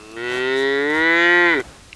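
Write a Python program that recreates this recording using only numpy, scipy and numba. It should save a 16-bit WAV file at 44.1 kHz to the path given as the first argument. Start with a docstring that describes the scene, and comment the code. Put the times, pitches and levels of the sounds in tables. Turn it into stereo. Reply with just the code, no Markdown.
"""A faint open-air hiss is heard first, with a nasal hum that opens abruptly into one close cow's moo.
The call climbs in pitch and force, then sags into a short rough ending; a faint small tick, puffs of air,
wind bumps and a dry tick surround it. The voice is a source-filter sum: harmonics and pulsed breath shaped
by tract resonances. Air, wind, puffs and the small tick are shaped noise; the dry tick sums decaying modes."""
import sys
import numpy as np
from scipy import signal
from scipy.fft import rfft, irfft
from scipy.io import wavfile
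from scipy.ndimage import uniform_filter1d, map_coordinates
from numba import njit

SR = 44100
rng = np.random.default_rng(int(sys.argv[2]) if len(sys.argv) > 2 else 0)


def persist_wave(psi):
    """Save psi, clipped to +-1, as 16-bit WAV."""
    counts = np.round(np.clip(psi, -1, 1) * 32767).astype(np.int16)
    wavfile.write(sys.argv[1], SR, np.atleast_2d(counts).T)


N = 85995  # samples

# Relative spectrum of the open air [f/Hz, level/dB]
AIR_SPECTRUM = [(30, -4), (125, -2), (220, -3.5), (450, -7.5), (900, -10.5), (2000, -10.5), (4000, -11),
                (8000, -14), (10000, -15.5), (14000, -30)]
# Likeness of the air at the two ears [f/Hz, correlation]
AIR_CORRELATION = [(40, 1), (150, 1), (600, 0.84), (2500, 0.49), (8000, 0)]
AIR_DB, AIR_SWELL_DB = -45, .5
AIR_PAN_DB, COW_PAN_DB = -3.8, -1.9  # left minus right

# Wind bumps on the microphone [t/s, standard deviation/s, level/dB]
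WIND_BUMPS = [(0.382, 0.01, -50), (0.998, .025, -41), (1.516, 0.05, -49), (1.682, 0.023, -37.5),
              (1.86, 0.077, -51.5)]
BUMP_HZ, BUMP_WIDTH_HZ, RUMBLE_DB = 60, 71, -57.5

# First one faint small tick, then puffs of air [t/s, standard deviation/s, hiss level/dB, low rush level/dB]
NOISE_BURSTS = [(0.117, .002, -41.5, -62), (0.349, 0.041, -41.5, -35), (0.596, 0.024, -39, -60),
                (0.905, 0.0067, -42.5, -38), (0.97, 0.029, -43, -43), (1.603, 0.0034, -39, -37),
                (1.661, 0.1, -51.5, -44)]
HISS_HZ, HISS_WIDTH_HZ = 6430, 9200
RUSH_HZ, RUSH_WIDTH_HZ = 377, 1530

# Modes of the dry tick, before its soft onset [f/Hz, decay/s, relative level/dB]
TICK_MODES = [(2280, .0008, -2), (2700, .0008, 0), (4000, .0012, -18), (5300, .0008, -17)]
TICK_S, TICK_ATTACK_S, TICK_PEAK_DB = 1.9284, .003, -21

FIELD_DB, FIELD_DECAY_S = -20, .02  # scatter from grass and ground

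# Vibration rate of the vocal folds, before smoothing and jitter [t/s, f/Hz]
FOLD_PITCH = [(0, 105.1), (.102, 109.7), (.17, 114.8), (.238, 121.1), (.36, 125.8), (.48, 130.6),
              (.6, 134.6), (.78, 139.8), (.842, 144.1), (.96, 156.1), (1.054, 164), (1.2, 170.5),
              (1.315, 174.9), (1.38, 175.5), (1.445, 174.5), (1.498, 169.8), (1.526, 164.5), (1.552, 151),
              (1.58, 134), (1.62, 114)]
# Roughness of the folds [t/s, jitter as share of pitch, breath level/dB relative to the harmonics]
FOLD_ROUGHNESS = [(0, .005, -20), (.2, .003, -23), (.5, .0013, -28), (1.2, .001, -28), (1.5, .0012, -27),
                  (1.54, .005, -22), (1.58, .012, -16), (1.63, .02, -12)]
# Centres of the two main resonances [t/s, throat f/Hz, mouth f/Hz]
TRACT_SHAPE = [(0, 370, 1840), (.28, 380, 1947), (.45, 370, 1914), (.72, 379, 1909), (.95, 374, 1950),
               (1.13, 402, 1962), (1.3, 398, 1940), (1.44, 400, 1954), (1.52, 382, 1986), (1.57, 350, 1940),
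               (1.61, 378, 1960)]
# Pitch at low, middle and full effort [f/Hz]
EFFORT_PITCH = [126.4, 134.1, 173.4]

# Levels of the harmonics in each part of the tract, before the dips:
# throat and nose sound from the start; mouth and treble join when the mouth opens.
# Low throat resonances [t/s, level/dB]
THROAT_COURSE = [(0.0, -44.5), (0.15, -37.5), (0.176, -31), (0.254, -27), (0.586, -19), (0.796, -20),
                 (0.96, -22), (1.456, -18), (1.542, -23), (1.592, -19), (1.635, -36.5)]
# Nasal ring [t/s, level/dB]
NOSE_COURSE = [(0, -50), (.15, -48), (.2, -45), (.27, -36), (.42, -34), (.52, -38), (.66, -55), (.9, -52),
               (1.25, -48), (1.5, -50), (1.62, -58)]
# Bright middle of the voice [t/s, level/dB]
MOUTH_COURSE = [(0.172, -35), (0.196, -33), (0.268, -28), (0.54, -24.5), (0.588, -27), (0.648, -23.5),
                (0.838, -24.5), (1.09, -15.5), (1.186, -16.5), (1.336, -14), (1.542, -16.5), (1.55, -21),
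                (1.61, -28.5), (1.625, -51)]
# Treble of the voice [t/s, level/dB]
TREBLE_COURSE = [(.172, -45), (.25, -41), (.31, -35), (.44, -35), (.52, -33), (.64, -31.5), (.76, -34),
                 (.85, -39), (.96, -36), (1.06, -31), (1.15, -32), (1.25, -26.5), (1.32, -30),
                 (1.44, -32.5), (1.52, -31), (1.56, -38), (1.6, -42), (1.625, -51)]

# Side resonances, relative levels before flutter, centres before drift:
# throat [f/Hz, width/Hz, level/dB at low, middle and full effort]
THROAT_CAVITIES = [(154, 200, -21, -34, -29), (712, 170, -19.5, -52, -16)]
# mouth, also shifted with its main resonance [f/Hz, width/Hz, level/dB at low, middle and full effort]
MOUTH_CAVITIES = [(937, 128, -14, -13, -9.5), (1145, 130, -11, -19, -17), (1462, 107, -4, -8.5, -5.5),
                  (1733, 236, -80, -14, -9.5), (2284, 50, -10, -12, -20.5), (2340, 132, -24, -56.5, -11)]
# treble [f/Hz, width/Hz, level/dB at low, middle and full effort]
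TREBLE_CAVITIES = [(2960, 110, -12, -9, 2), (3130, 130, 5, -5, -7), (3450, 200, -7, -3, 1),
                   (3700, 190, -6, 3, -9), (3870, 150, -8, 1, 1), (4320, 120, -15, -18, -11),
                   (4700, 300, -19, -18, -18), (5200, 160, -23, -18, -23), (6150, 220, -23, -25, -20),
                   (6900, 220, -25, -27, -20)]
# Fixed nasal resonances [f/Hz, width/Hz, relative level/dB]
NASAL_MODES = [(2650, 140, 0), (4380, 200, -16)]
# Dips from the side branch of the nose [f/Hz, width/Hz, depth share, capped at 0.95 in use]
NASAL_DIPS = [(1197, 96, 0.83), (2795, 37, 1), (545, 80, 0.53), (3819, 45, 1)]

HUM_HZ, HUM_WIDTH_HZ, HUM_DB = 1193, 156, -45.5  # sounds until the mouth opens
THROAT_WIDTH_HZ, MOUTH_WIDTH_HZ = 99.4, 105
THROAT_SKIRT, SKIRT = 1.87, 2.5  # width of the second, wider resonance, in first widths
FLUTTER_DB, DRIFT = 1.8, .006  # wander of level, and of centre as a share
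OPENS_S, OPENING_S, ENDS_S, RELEASE_S = .165, .002, 1.632, .02
BREATH_CORNER_HZ = 2400  # breath gains on the harmonics above this
LAG_S_PER_HZ = 3.5e-7  # extra delay of the treble, per hertz
HOP, BINS, HARMONICS = 128, 2048, 60  # samples between tract frames, transform length, partials
TOP_HZ = 14200


def undb(db):
    """The decibel law: level to amplitude gain."""
    return 10 ** (np.asarray(db) / 20)


def curve(rows, axis=1):
    """Linear interpolation of one table column over time."""
    rows = np.array(rows, float)
    return np.interp(np.arange(N) / SR, rows[:, 0], rows[:, axis])


def unit(x):
    """Normalisation to unit root-mean-square."""
    return x / np.sqrt(np.mean(x ** 2))


def pan(db):
    """Stereo level difference: half the decibels to each side, in opposite senses."""
    return undb(np.array([[db], [-db]]) / 2)


def walk(rate):
    """Smoothed random steps, about `rate` per second, with a spread near 1."""
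    step = int(SR / rate)
    steps = np.repeat(rng.standard_normal(N // step + 1), step)
    smooth = uniform_filter1d(uniform_filter1d(steps, step), step)
    return unit(smooth)[:N]


@njit
def svf(x, hz, width):
    """State-variable resonance: two integrators in feedback pass a band about a moving centre."""
    y, band, low = np.empty(len(x)), 0., 0.
    for i in range(len(x)):
        g = np.tan(np.pi * hz[i] / SR)
        damping = width / hz[i]
        v = (band + g * (x[i] - low)) / (1 + g * (g + damping))
        band = 2 * v - band
        low = low + 2 * g * v
        y[i] = damping * v
    return y


def ring(x, hz, width_hz, skirt_hz):
    """Cascaded resonance: a second resonance steepens the flanks of the first."""
    centre = hz * np.ones(N)
    return svf(svf(x, centre, float(width_hz)), centre, float(skirt_hz))


def noise(hz, width_hz):
    """Band-limited noise: resonance selects a band of white noise, set to rms 1."""
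    return unit(ring(rng.standard_normal(N), hz, width_hz, width_hz))


def swell(at, spread):
    """Gaussian envelope about one moment."""
    return np.exp(-((np.arange(N) / SR - at) / spread) ** 2 / 2)


def along(log_hz, rows):
    """Interpolation of a spectrum on a logarithmic frequency axis."""
    rows = np.array(rows)
    return np.interp(log_hz, np.log(rows[:, 0]), rows[:, 1])


def air():
    """Partial coherence: shared and opposed noise make a gently swelling hiss, less alike in the treble."""
    log_hz = np.log(np.fft.rfftfreq(N, 1 / SR) + 1)
    alike = np.clip(along(log_hz, AIR_CORRELATION), -1, 1)
    colour = undb(along(log_hz, AIR_SPECTRUM))
    mid = irfft(rfft(rng.standard_normal(N)) * colour * np.sqrt(1 + alike), N)
    side = irfft(rfft(rng.standard_normal(N)) * colour * np.sqrt(1 - alike), N)
    level = undb(AIR_DB + AIR_SWELL_DB * walk(1.5))
    return unit(np.array([mid + side, mid - side])) * level * pan(AIR_PAN_DB)


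def wind():
    """Incoherent low-frequency noise: a rumble with soft bumps, independent in each channel."""
    rumble = np.array([noise(BUMP_HZ, BUMP_WIDTH_HZ) for _ in range(2)])
    bumps = sum(undb(db) * swell(at, spread) for at, spread, db in WIND_BUMPS)
    return rumble * (undb(RUMBLE_DB) + bumps)


def small_tick_and_puffs():
    """Gaussian-gated noise: a faint small tick, then puffs of air, as independent hiss over a common rush."""
    hiss = np.array([noise(HISS_HZ, HISS_WIDTH_HZ) for _ in range(2)]) * pan(AIR_PAN_DB)
    rush = noise(RUSH_HZ, RUSH_WIDTH_HZ)
    total = 0
    for at, spread, hiss_db, rush_db in NOISE_BURSTS:
        total = total + swell(at, spread) * (undb(hiss_db) * hiss + undb(rush_db) * rush)
    return total


def dry_tick():
    """Modal decay: damped sinusoids with a soft onset make a dry tick, like a stalk snapping."""
    age = np.maximum(np.arange(N) / SR - TICK_S, 0)
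    modes = sum(undb(db) * np.exp(-age / decay) * np.sin(2 * np.pi * hz * age)
                for hz, decay, db in TICK_MODES)
    modes = modes * (1 - np.exp(-age / TICK_ATTACK_S)) ** 2
    return undb(TICK_PEAK_DB) * modes / np.abs(modes).max()


def field(x):
    """Diffuse scattering: a brief, treble-rich tail in opposite phase left and right widens the sound."""
    age = np.arange(SR // 8) / SR
    tail = rng.standard_normal(len(age)) * np.exp(-age / FIELD_DECAY_S)
    bright = svf(x, np.full(N, 4200.), 3330.0)
    scattered = signal.fftconvolve(x * 1.4 + 3.25 * bright, tail / np.linalg.norm(tail))[:N]
    side = undb(FIELD_DB) * scattered
    return np.array([side, -side])


def peak(grid, hz, width_hz, skirt=SKIRT):
    """Resonance law: power response with steepened flanks, moments x frequencies."""
    hz = np.reshape(hz, (-1, 1))
    off = ((grid ** 2 - hz ** 2) / (grid * width_hz)) ** 2
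    return 1 / ((1 + off) * (1 + off / skirt ** 2))


def cavities(grid, rows, pitch, shift):
    """Superposed resonances: strengths follow vocal effort, read from pitch; levels and centres wander."""
    total = 0
    for hz, width, *db in rows:
        level = np.interp(pitch, EFFORT_PITCH, db) + FLUTTER_DB * walk(12.09)[::HOP]
        centre = hz * (1 + shift + DRIFT * walk(9)[::HOP])
        total = total + undb(level)[:, None] ** 2 * peak(grid, centre, width)
    return total


def at_harmonics(response, pitch):
    """Harmonic sampling: a moving response read at the first multiples of the pitch."""
    bins = np.outer(pitch, np.arange(1, HARMONICS + 1)) * BINS / SR
    moments = np.arange(len(pitch))[:, None] + 0 * bins
    return map_coordinates(response, [moments, bins], order=1)


def frame_level(rows):
    """Gain at each tract frame, by the decibel law."""
    return undb(curve(rows)[::HOP])


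def tract(pitch):
    """Vocal-tract filtering: throat, nose and mouth powers add; the nose's side branch cuts dips."""
    grid = np.fft.rfftfreq(BINS, 1 / SR) + 1
    opened = np.clip((np.arange(N)[::HOP] / SR - OPENS_S) / OPENING_S, 0, 1)
    throat_hz = curve(TRACT_SHAPE)[::HOP]
    mouth_hz = curve(TRACT_SHAPE, axis=2)[::HOP]
    mouth_shift = mouth_hz / np.median(mouth_hz) - 1

    throat = peak(grid, throat_hz, THROAT_WIDTH_HZ, THROAT_SKIRT)
    throat = throat + cavities(grid, THROAT_CAVITIES, pitch, 0)
    mouth = peak(grid, mouth_hz, MOUTH_WIDTH_HZ) + cavities(grid, MOUTH_CAVITIES, pitch, mouth_shift)
    treble = cavities(grid, TREBLE_CAVITIES, pitch, 0)
    nose = sum(undb(db) ** 2 * peak(grid, hz + 0 * pitch, width) for hz, width, db in NASAL_MODES)
    hum = peak(grid, HUM_HZ + 0 * pitch, HUM_WIDTH_HZ)

    parts = [(throat, frame_level(THROAT_COURSE)),
             (mouth, opened * frame_level(MOUTH_COURSE)),
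             (treble, opened * frame_level(TREBLE_COURSE)),
             (nose, frame_level(NOSE_COURSE)),
             (hum, (1 - opened) * undb(HUM_DB))]
    total = 0
    for power, rms in parts:
        # the harmonics of each part together carry its rms
        scale = 2 * rms ** 2 / at_harmonics(power, pitch).sum(axis=1)
        total = total + power * scale[:, None]
    gain = np.sqrt(total)
    for hz, width, depth in NASAL_DIPS:
        gain = gain * (1 - np.clip(depth, 0, .95) * peak(grid, hz, width))
    return gain + 1e-6, grid


def fold_harmonics(gain, grid, pitch, phase):
    """Fourier synthesis with minimum phase: fold pulses are harmonics, each resonance ringing after its pulse."""
    n = np.arange(N)
    cepstrum = irfft(np.log(gain))[:, :BINS // 2]
    lag = 2 * rfft(cepstrum, BINS).imag
    lag = lag - np.pi * LAG_S_PER_HZ * grid ** 2  # the treble leaves the tract a little later
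    sizes = at_harmonics(gain, pitch).T
    turns = at_harmonics(lag, pitch).T
    voice = 0
    for number, (size, turn) in enumerate(zip(sizes, turns), start=1):
        angle = number * phase + np.interp(n, n[::HOP], turn)
        voice = voice + np.interp(n, n[::HOP], size) * np.cos(angle)
    return voice


def fold_breath(gain, grid, hz, phase):
    """Amplitude-modulated turbulence: noise pulses once a fold cycle and passes through the tract."""
    pulsed = unit(rng.standard_normal(N) * (1.5 + np.cos(phase - 1)))
    # at 0 dB, a band one pitch wide has the power of a unit harmonic
    pulsed = pulsed * undb(curve(FOLD_ROUGHNESS, axis=2)) * np.sqrt(SR / hz) / 2
    window = dict(nperseg=4 * HOP, noverlap=3 * HOP, nfft=BINS)
    frames = signal.stft(pulsed, **window)[2]
    frames[:, :len(gain)] *= (gain * (1 + (grid / BREATH_CORNER_HZ) ** 2)).T
    return signal.istft(frames, **window)[1][:N]


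def cow():
    """Source-filter principle: jittered fold vibration and breath excite one moving vocal tract."""
    hz = uniform_filter1d(curve(FOLD_PITCH), size=900, mode="nearest")
    pitch = hz[::HOP]
    gain, grid = tract(pitch)
    jitter = curve(FOLD_ROUGHNESS) * walk(150)
    phase = 2 * np.pi * np.cumsum(hz * (1 + jitter)) / SR
    call = fold_harmonics(gain, grid, pitch, phase) + fold_breath(gain, grid, hz, phase)
    return call * np.clip((ENDS_S - np.arange(N) / SR) / RELEASE_S, 0, 1)


def scene():
    """Superposition: cow and dry tick just right of centre, with the pasture around them."""
    near = cow() + dry_tick()
    return air() + wind() + small_tick_and_puffs() + field(near) + near * pan(COW_PAN_DB)


def record(dry):
    """Low-pass filtering: the recorder dulls the top octave and cuts above it."""
    soft = signal.sosfilt(signal.butter(4, 11000, fs=SR, output="sos"), dry)
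    return signal.sosfilt(signal.ellip(8, .2, 70, TOP_HZ, fs=SR, output="sos"), soft)


dry = scene()
out = record(dry)
persist_wave(out)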